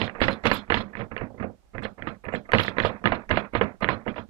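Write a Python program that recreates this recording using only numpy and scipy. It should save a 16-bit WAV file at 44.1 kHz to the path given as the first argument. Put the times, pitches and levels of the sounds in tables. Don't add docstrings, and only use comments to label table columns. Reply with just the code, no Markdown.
import sys
import numpy as np
from scipy import signal
from scipy.fft import rfft, irfft
from scipy.io import wavfile
from scipy.ndimage import uniform_filter1d

SR = 44100
rng = np.random.default_rng(int(sys.argv[2]) if len(sys.argv) > 2 else 0)


def unload_wav(signal):
    wavfile.write(
        sys.argv[1],
        SR,
        np.round(np.clip(np.atleast_2d(signal).T, -1, 1) * 32767).astype(np.int16),
    )


def linear_from_db(decibels):
    return 10 ** (np.asarray(decibels, float) / 20)


N = 189559


def read(table, hz):
    f, v = np.transpose(table)
    return np.interp(np.log(np.maximum(hz, 1)), np.log(np.maximum(f, 1)), v)


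def colour(x, table):
    return irfft(rfft(x) * linear_from_db(read(table, np.fft.rfftfreq(N, 1 / SR))), N)


def unit(x):
    return x / np.sqrt(np.mean(x ** 2))


def ring(x, hz, t60):
    pole = np.exp(2j * np.pi * hz / SR - np.log(1000) / (t60 * SR))
    return signal.lfilter([1], [1, -pole], x).imag


def band(x, hz, width):
    b, a = signal.iirpeak(hz, hz / width, SR)
    return signal.lfilter(b, a, signal.lfilter(b, a, x))


def crackle(per_s, spread_db):
    hit = rng.random(N) < per_s / SR
    size = linear_from_db(spread_db * rng.exponential(size=N))
    return unit(hit * rng.standard_normal(N) * size)


def wander(rate):
    k = int(SR / rate)
    smooth = uniform_filter1d(rng.standard_normal(N), k)
    return unit(uniform_filter1d(smooth, k))


def effort(events, rise_db_s, fall_db_s):
    t = np.arange(N) / SR
    levels = []
    for s, hold, db in events:
        before = np.maximum(s - t, 0)
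        after = np.maximum(t - s - hold, 0)
        levels.append(db - rise_db_s * before - fall_db_s * after)
    return np.max(levels, axis=0)


def kitchen():
    # frequency in Hz, level in dB per Hz.
    air_spectrum = [(15, -42.5), (25, 1.5), (55, 14.5), (103, -6), (206, -6.5), (450, -11), (700, -8.5),
                    (1200, -16), (2000, -20.5), (4000, -25), (8000, -27.5), (12000, -33.5), (15300, -37.5),
                    (16000, -55.5)]
    air = np.array([unit(colour(rng.standard_normal(N), air_spectrum)) for _ in range(2)])
    port_db = np.array([[-1.5], [5.5]])
    return linear_from_db(-63.5 + port_db) * air


def cutlery():
    # frequency in Hz, width in Hz, level in dB.
    pieces = [(6550, 60, 0.5), (7360, 60, 4.5), (7250, 140, 8.5), (7760, 80, 3), (8300, 60, -7),
              (8730, 32, -6.5), (10150, 46, 4), (10450, 29, 0.5), (10600, 60, 1.5), (11500, 50, 0.5),
              (12000, 89, 5.5), (12400, 60, -1.5), (12900, 45, -2), (13300, 70, -11.5), (14300, 70, -13),
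              (14750, 70, -10.5)]
    # start in seconds, hold in seconds, level in dB,
    # frequency in Hz of the piece that shakes most.
    shivers = [(0.199, 0.0046, -66.5, 7240), (0.313, 0.017, -62, 9300), (0.437, 0.0036, -68, 7500),
               (0.455, 0.019, -56.5, 10150), (0.478, .015, -58.5, 14500), (.53, .03, -56, 7250),
               (.535, .015, -62, 8730), (0.536, .025, -56, 10500), (2.596, 0.028, -76, 7250),
               (2.607, .03, -62, 10500), (0.493, .004, -62, 12100), (0.523, .01, -57, 11500),
               (0.533, 0.016, -47.5, 11750), (0.715, 0.0069, -63.5, 7460), (0.788, 0.033, -71, 9600),
               (1.822, .008, -66, 8300), (2.339, 0.008, -61, 7650), (2.575, .004, -66, 9000),
               (2.606, .006, -62, 9000), (2.608, .009, -56.5, 12000), (2.634, 0.0065, -54, 12100),
               (2.822, 0.0046, -72, 7500), (2.862, .003, -58, 8000), (2.866, 0.01, -61, 8700),
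               (3.401, 0.014, -67.5, 7700), (3.888, .003, -69, 7200)]
    chatter = crackle(6000, 2)
    out = np.zeros(N)
    for hz, width, db in pieces:
        shakes = []
        for s, hold, top_db, most_hz in shivers:
            shakes.append((s, hold, top_db - 31 * abs(np.log2(hz / most_hz))))
        level_db = effort(shakes, rise_db_s=1198.5, fall_db_s=700.5)
        lie_still_db = np.minimum(level_db + 81, 0)
        gain = linear_from_db(level_db + db - 9.5 + 2.0 * wander(30) + lie_still_db)
        out += gain * unit(band(chatter, hz, width))
    return out


def rub():
    # frequency in Hz, level in dB per Hz.
    slip_spectrum = [(18, -32.5), (30, -18.5), (103, -8.5), (146, -15), (193, 12.5), (298, 0), (469, 2),
                     (2040, -5.5), (4000, -22.5), (5300, -41.5), (6890, -57.5), (11700, -120)]
    # start in seconds, hold in seconds, level in dB.
    squeezes = [(0, 0.022, -27.5), (.2, 0.046, -37), (.37, 0.013, -41), (.46, 0.016, -41.5),
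                (.61, 0.0088, -40.5), (.74, 0.17, -46), (1.18, 0.06, -42), (1.31, .06, -55.5),
                (1.5, .02, -58), (1.83, 0.012, -57), (2.07, 0.0085, -39), (2.27, 0.024, -59),
                (2.5, 0.063, -47.5), (2.72, 0.06, -40.5), (2.93, 0.029, -39.5), (3.2, 0.0026, -39),
                (3.42, 0.025, -41.5), (3.66, 0.0078, -34.5), (4, 0.027, -47)]
    level_db = effort(squeezes, rise_db_s=147, fall_db_s=182)
    return linear_from_db(level_db - 2.5) * unit(colour(crackle(7000, 0.8), slip_spectrum))


def peel():
    # frequency in Hz, width in Hz, level in dB.
    hiss_bands = [(3400, 907, 19.5), (4100, 150, 14), (4570, 530, 7.5), (6070, 590, -18.5),
                  (10500, 12000, -49.5)]
    # start in seconds, hold in seconds, level in dB.
    releases = [(0, 0.06, -35.5), (.23, 0.0075, -29), (.26, 0.068, -36.5), (.47, 0.0014, -27),
                (.53, 0.048, -33.5), (.74, 0.07, -36.5), (.98, 0.026, -43), (1.2, 0.015, -62),
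                (1.84, 0.0093, -38), (2.08, 0.0095, -41.5), (2.36, 0.0033, -38), (2.55, 0.14, -36),
                (2.82, 0.065, -37), (3.06, 0.028, -40.5), (3.14, 0.013, -42), (3.32, 0.085, -40.5),
                (3.55, 0.029, -40.5), (3.63, 0.012, -44), (3.83, 0.0069, -39.5), (3.9, 0.034, -38.5),
                (4.09, 0.017, -43.5), (4.16, 0.04, -43)]
    level_db = effort(releases, rise_db_s=908, fall_db_s=313)
    slips = crackle(9000, 1.8)
    hiss = sum(linear_from_db(db) * unit(band(slips, hz, width)) for hz, width, db in hiss_bands)
    return linear_from_db(level_db - 4.0) * unit(hiss)


def cracks():
    # start in seconds, level in dB, pitch in Hz.
    tears = [(0.0144, -48, 4200), (0.0343, -52, 4130), (0.2034, -53, 4900), (0.213, -40, 4540),
             (0.2259, -49, 4300), (0.2818, -32, 4150), (0.4334, -47, 4650), (0.4377, -36, 4240),
             (0.4542, -28, 4230), (0.4683, -23, 4270), (0.4683, -39, 4460), (0.515, -24, 4330),
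             (0.7, -42, 4240), (0.7225, -35, 4220), (0.7426, -31, 4100), (1.823, -39.5, 4400),
             (1.847, -53, 4200), (2.0747, -59, 4330), (2.3356, -52.5, 4360), (2.5187, -34.5, 4220),
             (2.5321, -34, 4200), (2.5497, -33, 4200), (2.5726, -41, 4280), (2.583, -30, 4170),
             (2.6, -31.5, 4570), (2.6324, -29.5, 4300), (2.6798, -54, 4450), (2.7661, -51, 5300),
             (2.7826, -44, 4260), (2.8002, -31, 4040), (2.835, -50, 4240), (2.855, -39, 4540),
             (3.0397, -38.5, 4700), (3.054, -49, 4290), (3.0734, -58, 4340), (3.1193, -58, 4750),
             (3.1423, -45, 4170), (3.2931, -38, 4770), (3.3094, -44, 4440), (3.359, -50, 4200),
             (3.369, -52, 4140), (3.5498, -56, 4610), (3.6112, -59, 4720), (3.6316, -38, 4220),
             (3.8062, -38, 4510), (3.8237, -58, 4230), (3.8871, -55, 4600), (3.8891, -54, 4260),
             (4.0632, -63, 4410), (4.156, -46, 4420)]
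    # start in seconds, level in dB, pitch in Hz.
    air_ticks = [(0.016, -65, 8500), (0.206, -51, 9000), (.706, -58, 9040), (.953, -70.5, 8000),
                 (1.831, -53, 8500), (2.241, -55, 10000), (2.5187, -49.5, 9500), (2.533, -68, 12500),
                 (2.689, -55, 10000), (2.854, -53, 8500), (3.041, -59.5, 9500), (3.057, -68, 13000),
                 (3.121, -71, 12500), (3.2928, -55, 9000), (3.372, -59, 12400), (3.5345, -52.5, 9200),
                 (3.806, -54.5, 9900), (3.889, -68, 9100)]
    rows = [*tears, *air_ticks]
    out = np.zeros(N)
    t = np.arange(600) / SR
    for s, db, hz in rows:
        burst = unit(band(rng.standard_normal(len(t)), hz, hz * 0.37))
        out[int(s * SR):][:len(t)] += linear_from_db(db - 6.5) * burst * np.exp(-t / 0.0037)
    return out


def taps():
    # start in seconds, level in dB, pitch in Hz.
    drops = [
        (.4685, -11, 2200),
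        (2.5495, -6, 2000),
        (3.3285, -17, 1750),
        (3.5665, -16, 1750),
    ]
    out = np.zeros(N)
    t = np.arange(300) / SR
    for s, db, hz in drops:
        tick = np.sin(2 * np.pi * hz * t) * np.exp(-t / 0.0007)
        out[int(s * SR):][:len(t)] += linear_from_db(db + 5) * tick
    return out


def contacts():
    # start in seconds, snap in dB, thud in dB, knock in dB.
    heels = [(0.033, -40.5, -25.5, -25.5), (0.216, -8.5, -16, -17), (0.2822, -11, -19, -17),
             (0.467, -13, -18.5, -48.5), (0.7017, -11, -25.5, -20), (0.77, -19, -19, -27),
             (1.007, -26.5, -26, -27), (1.211, -27, -22, -28), (1.426, -25, -24.5, -32.5),
             (1.749, -32, -26.5, -31.5), (1.8221, -29.5, -29, -46), (1.8501, -25.5, -33, -27),
             (2.0716, -20, -25.5, -27), (2.087, -32.5, -34, -42), (2.7838, -11.5, -33.5, -19),
             (2.8489, -13, -20, -17.5), (3.0566, -10, -16.5, -20), (3.1207, -12.5, -20, -16.5),
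             (3.3109, -11, -15.5, -23.5), (3.551, -13, -23.5, -19), (3.612, -12, -18, -15.5),
             (3.8244, -20.5, -19.5, -24), (3.8883, -10.5, -18.5, -18), (4.063, -30, -27, -23),
             (4.0785, -20.5, -23.5, -31.5), (4.18, -25, -27.5, -28.5), (0.4548, -9.5, -37, -15.5),
             (0.5145, -9.5, -18, -21.5), (2.5342, -6.5, -14.5, -20.5), (3.3725, -12, -38, -19.5)]
    # start in seconds, snap, thud and knock in dB, snap pitch in Hz.
    slaps = [(0.0154, -8.5, -19.5, -23, 2960), (0.7425, -8, -23.5, -27, 3000),
             (0.97, -25, -27.5, -34.5, 2120), (2.252, -28, -44.5, -33, 2370),
             (2.3374, -21.5, -22.5, -22.5, 1690), (2.584, -12.5, -19.5, -31.5, 2820),
             (2.5953, -13, -33.5, -25.5, 1340), (2.6015, -10.5, -37, -31, 3300),
             (2.6485, -26.5, -39, -37.5, 1470), (3.8625, -28, -44, -38, 1500), (.4385, -23, -41, -28, 1900),
             (.557, -25, -39.5, -40.5, 2030), (3.359, -20.5, -22, -51, 2240), (.184, -44, -47, -33.5, 2660),
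             (1.1785, -22.5, -45, -38, 2590), (2.089, -30, -45, -45.5, 3300),
             (1.44, -34, -26.5, -28.5, 700), (0.7451, -13.5, -40.5, -41, 3200),
             (.2395, -14, -41, -44, 3300), (.7055, -17, -29.5, -23, 800), (4.0695, -31, -31, -28, 562),
             (.2225, -8.5, -33, -48, 2150), (.4718, -16, -34.5, -33.5, 2689),
             (0.503, -23.5, -41, -29, 2400), (0.805, -40.5, -33.5, -36, 3300), (2.536, -15, -26, -13, 1440),
             (2.5985, -13, -34.5, -27, 3320), (2.634, -21.5, -48, -46.5, 3930),
             (2.854, -14.5, -36, -33, 3240), (3.8288, -17.5, -29, -27, 815), (3.902, -29, -31, -45, 2400),
             (4.2978, -34.5, -30, -37.5, 1500)]
    # start in seconds, snap in dB, thud in dB.
    tips = [(.078, -20, -43.5), (0.0955, -21.5, -50), (0.2018, -24.5, -45), (0.2055, -15.5, -41),
            (0.2383, -11, -20), (.7219, -6, -24), (0.953, -19, -43), (1.018, -24, -44), (1.165, -16.5, -42),
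            (1.7813, -20, -29.5), (1.7915, -26, -32.5), (1.8535, -22, -35), (2.023, -19, -28),
            (2.265, -30, -27.5), (2.3486, -17.5, -40), (2.3515, -18.5, -40), (2.5192, -12.5, -41.5),
            (2.545, -23.5, -32.5), (2.681, -12.5, -28), (2.801, -6.5, -21), (2.836, -15, -24),
            (3.0736, -7.5, -43.5), (3.2922, -21, -31), (3.564, -40, -22.5), (3.8443, -8, -32.5),
            (3.8774, -21.5, -26.5), (4.143, -32, -40)]
    # start in seconds, snap in dB, thud in dB.
    touches = [(0.15, -32, -51), (.438, -30, -26), (0.5, -30, -40.5), (0.678, -39.5, -37),
               (0.932, -39.5, -40), (0.992, -29, -41.5), (1.1169, -44, -32.5), (1.114, -32, -30.5),
               (1.231, -36.5, -30), (1.195, -38.5, -46), (1.377, -41, -35), (1.404, -34.5, -26),
               (1.7335, -45.5, -43), (1.746, -40.5, -40.5), (1.831, -33, -39), (0.7, -36, -45.5),
               (0.72, -28, -27.5), (.448, -25, -38), (2.49, -33, -47.5), (3.3045, -23, -32.5),
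               (1.9785, -42, -42), (1.9897, -38.5, -40.5), (2.2387, -36.5, -61.5), (2.2836, -28, -55),
               (2.318, -42, -44.5), (2.324, -29, -45.5), (3.821, -26, -32), (2.7674, -27.5, -28),
               (3.04, -25.5, -21), (3.34, -26.5, -45), (3.5345, -29, -28), (3.528, -42, -45),
               (3.297, -30, -40), (1.398, -34, -30), (2.3, -42.5, -50), (3.807, -32.5, -43.5),
               (4.055, -42, -39), (4.16, -30, -50.5), (4.288, -51.5, -38)]
    # start in seconds, knock in dB, snap in dB.
    settles = [(0.308, -47.5, -38.5), (0.803, -29.5, -26.5), (1.301, -37, -76), (1.341, -36, -58),
               (1.441, -33, -59), (1.497, -38.5, -53), (2.143, -58, -47), (2.451, -51.5, -44.5),
               (2.648, -36, -24), (2.705, -37, -35), (2.894, -27.5, -28.5), (2.955, -69, -42),
               (3.013, -39, -59), (3.15, -45, -27), (3.446, -57.5, -31.5), (3.655, -52.5, -34),
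               (3.739, -45, -78), (3.928, -25, -26.5)]
    rows = []
    for s, snap, thud, knock in heels:
        rows.append((s, snap, thud, knock, 1455, -2, -42))
        rows.append((s + 0.003743, snap, thud - 9, knock - 9, 926, -9, -42))
    for s, snap, thud, knock, hz in slaps:
        rows.append((s, snap, thud, knock, hz, -5, -31.5))
    for s, snap, thud in tips:
        rows.append((s, snap, thud, snap - 17, 1808, -11, -35.5))
    for s, snap, thud in touches:
        rows.append((s, snap, thud, snap - 2.5, 1240, 3, -14))
    for s, knock, snap in settles:
        rows.append((s, snap, knock - 2, knock, 1100, 1, -35.5))
    return rows


def board():
    # frequency in Hz, level in dB, t60 in seconds.
    modes = [(35.4, -9, 0.15), (60.3, -13.5, 0.083), (101.1, -3, 0.3), (206.3, 1, 0.36), (262, -29, 0.11),
             (327, -10, 0.018), (388, -29.5, 0.032), (476, -4, 0.098), (526, -0.5, 0.058),
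             (614.4, 0.5, 0.034), (687, -7, 0.054), (804, 4.5, 0.012), (960, -7.5, 0.071),
             (1041, -2.5, 0.052), (1229, -0.5, 0.047), (1337, -12.5, 0.088), (1734, 3, 0.025),
             (1900, -4, 0.016), (2013, 2, 0.023), (2820, 4.5, 0.013), (2630, -23.5, 0.019),
             (3300, -1.5, 0.028), (3740, -23.5, 0.03)]
    # frequency in Hz, level in dB, t60 in seconds.
    tail = [(97.5, -0.5, 0.22), (212, -0.5, 0.26), (349, -12, 0.27), (550, -5, 0.24), (1055, -15.5, 0.23),
            (1420, -15, 0.22), (2350, -13, 0.14), (3540, -33.5, 0.053), (4150, -47, 0.22),
            (6520, -40.5, 0.057)]
    s, snap_db, thud_db, knock_db, snap_hz, ring_db, click_db = np.transpose(contacts())
    start = np.minimum((s * SR).astype(int), N - 1)
    t = np.arange(1024) / SR
    place = np.minimum(start[:, None] + np.arange(len(t)), N - 1).ravel()
    spot = rng.standard_normal((len(s), len(modes)))

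    ragged = rng.standard_normal((len(s), len(t)))
    soft = np.clip((-16.5 - snap_db[:, None]) / 14, 0, 1)
    spread_s = 0.0029 * soft
    blow = ragged * np.exp(-t / (0.0026 + spread_s)) * (1 - np.exp(-t / (0.0003 + spread_s)))
    blow[:, :9] += 0.88 * (1 - soft) * np.hanning(9)
    blow /= np.sqrt(np.sum(blow ** 2, axis=1, keepdims=True))

    def strength(hz):
        octaves_up = np.clip(np.log2(hz / 2400), 0, 1.5)
        hardness = linear_from_db(0.5 * np.minimum(snap_db - 9.5, 0) * octaves_up)
        if hz < 300:
            return linear_from_db(thud_db) * hardness
        if hz < 800:
            return linear_from_db(knock_db) * hardness
        return linear_from_db(snap_db + ring_db + 2 - 4 * abs(np.log2(hz / snap_hz))) * hardness

    out = np.zeros(N)
    for k, (hz, db, t60) in enumerate(modes):
        if hz < 300:
            push = np.exp(-t * hz / 0.5) * t * hz * hz / SR * 12
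            force = push[None] * np.sign(spot[:, k, None] + 0.8)
        else:
            force = blow
        trim_db = 1.5 if hz < 800 else 9
        gain = strength(hz) * linear_from_db(db - trim_db + 1.84 * spot[:, k])
        drive = np.bincount(place, (force * gain[:, None]).ravel(), N)
        out += ring(drive, hz, t60)

    for hz, db, t60 in tail:
        fall = np.exp(-2 * np.log(1000) / (t60 * SR))
        power = np.bincount(start, strength(hz) ** 2, N)
        power = signal.lfilter([1], [1, -fall], power)
        power = signal.lfilter([0.005], [1, -0.995], power)
        noise = unit(band(rng.standard_normal(N), hz, hz * 0.54))
        out += linear_from_db(db - 4.5) * np.sqrt(power) * noise

    phase = 2 * np.pi * snap_hz[:, None] * t
    snap = np.sin(phase) + linear_from_db(-9) * np.sin(1.706 * phase)
    snap *= np.exp(-t / 0.0008) * (1 - np.exp(-t / 0.0002)) ** 2
    snap *= linear_from_db(snap_db + 5.5)[:, None]
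    snap[:, :3] += linear_from_db(snap_db + click_db)[:, None] * ragged[:, :3]
    return out + np.bincount(place, snap.ravel(), N)


def squelch(x):
    # frequency in Hz, level in dB.
    threshold = [(300, -61), (2500, -71.5), (3000, -56.5), (4500, -60.5), (6000, -76.5), (14000, -104.5)]
    hz, _, z = signal.stft(x, SR, nperseg=512, noverlap=384)
    power = uniform_filter1d(np.abs(z) ** 2, size=7, axis=0)
    power = uniform_filter1d(power, size=5, axis=1)
    over = (power / linear_from_db(read(threshold, hz))[:, None] ** 2) ** 2
    gain = (over + 0.2) / (1 + over)
    return signal.istft(z * gain, SR, nperseg=512, noverlap=384)[1][:N]


def thin_treble(x):
    # frequency in Hz, level in dB against the whole sound.
    treble_limit = [(4000, -100), (5500, -79.5), (7000, -66.5), (9500, -68.5), (12000, -82), (15500, -67.5)]
    hz, _, z = signal.stft(x, SR, nperseg=1024, noverlap=512)
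    power = np.abs(z) ** 2
    group = power[:, :512].reshape(2, 32, 16, -1).mean(axis=2)
    scatter = linear_from_db(15.5 * rng.standard_normal(group.shape[1:])) ** 2
    group = np.repeat(group * scatter, 16, axis=1)
    whole = power.sum(axis=1, keepdims=True)
    limit = whole * linear_from_db(read(treble_limit, hz[:512]))[:, None] ** 2 + 1e-18
    over = (group / limit) ** 4
    z[:, :512] *= (over + 0.1) / (1 + over)
    return signal.istft(z, SR, nperseg=1024, noverlap=512)[1][:, :N]


def scene():
    # frequency in Hz, level in dB.
    wood_path = [(4, -49), (20, -6), (40, -6.5), (2500, 1), (3500, -3.5), (4500, -3), (5500, -31.5),
                 (7000, -43.5), (12000, -18.5), (16000, -33)]
    # frequency in Hz, level in dB.
    port_db = [(40, -12), (130, -13.5), (260, -17.5), (500, -23), (1000, -19.5), (1380, -27), (2000, -15.5),
               (2700, -31), (4500, -24), (9000, -27.5), (11500, -47.5)]
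    # frequency in Hz, lead in radians.
    port_lead = [(0, -1.4), (130, -1.4), (260, -.9), (500, -.25), (750, .25), (1380, .3), (1600, 2.6),
                 (2000, 3.1), (2700, 3.1), (3100, 5), (5000, 7), (22050, 31)]
    # frequency in Hz, level in dB.
    loose_path = [(60, -36), (400, -24.5), (1000, -34), (1700, -22.5), (3000, -28.5), (5500, -11),
                  (9500, -5), (11500, -32)]
    # time in seconds, level in dB.
    left_open = [(0, -1), (.3, 1.5), (.6, 0.5), (.9, -1.5), (1.45, -1.5), (1.78, -3), (2.1, -3.5),
                 (2.4, -1.5), (2.52, 6), (2.57, 2.5), (2.66, -1), (3.1, 1.5), (3.6, -1), (4.0, -0.5),
                 (4.3, -2.5)]
    give = 0.78
    knocks = np.tanh(give * (board() + taps())) / give
    at_port = colour(knocks, wood_path) + rub() + peel() + cutlery() + cracks()
    right = linear_from_db(2.5) * squelch(at_port)
    right[-3:] -= linear_from_db(-30.5)
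    hz = np.fft.rfftfreq(N, 1 / SR)
    lead = np.exp(1j * np.interp(hz, *np.transpose(port_lead)))
    copy = irfft(rfft(right) * linear_from_db(read(port_db, hz)) * lead, N)
    own = colour(right * wander(430), loose_path)
    shade = linear_from_db(np.interp(np.arange(N) / SR, *np.transpose(left_open)))
    return np.array([(copy + own) * shade, right]) + kitchen()


def top_cut(x):
    return signal.sosfilt(signal.butter(12, 15650, fs=SR, output="sos"), x)


def record(dry):
    mix = thin_treble(dry)
    return top_cut(mix)


dry = scene()
out = record(dry)
unload_wav(out)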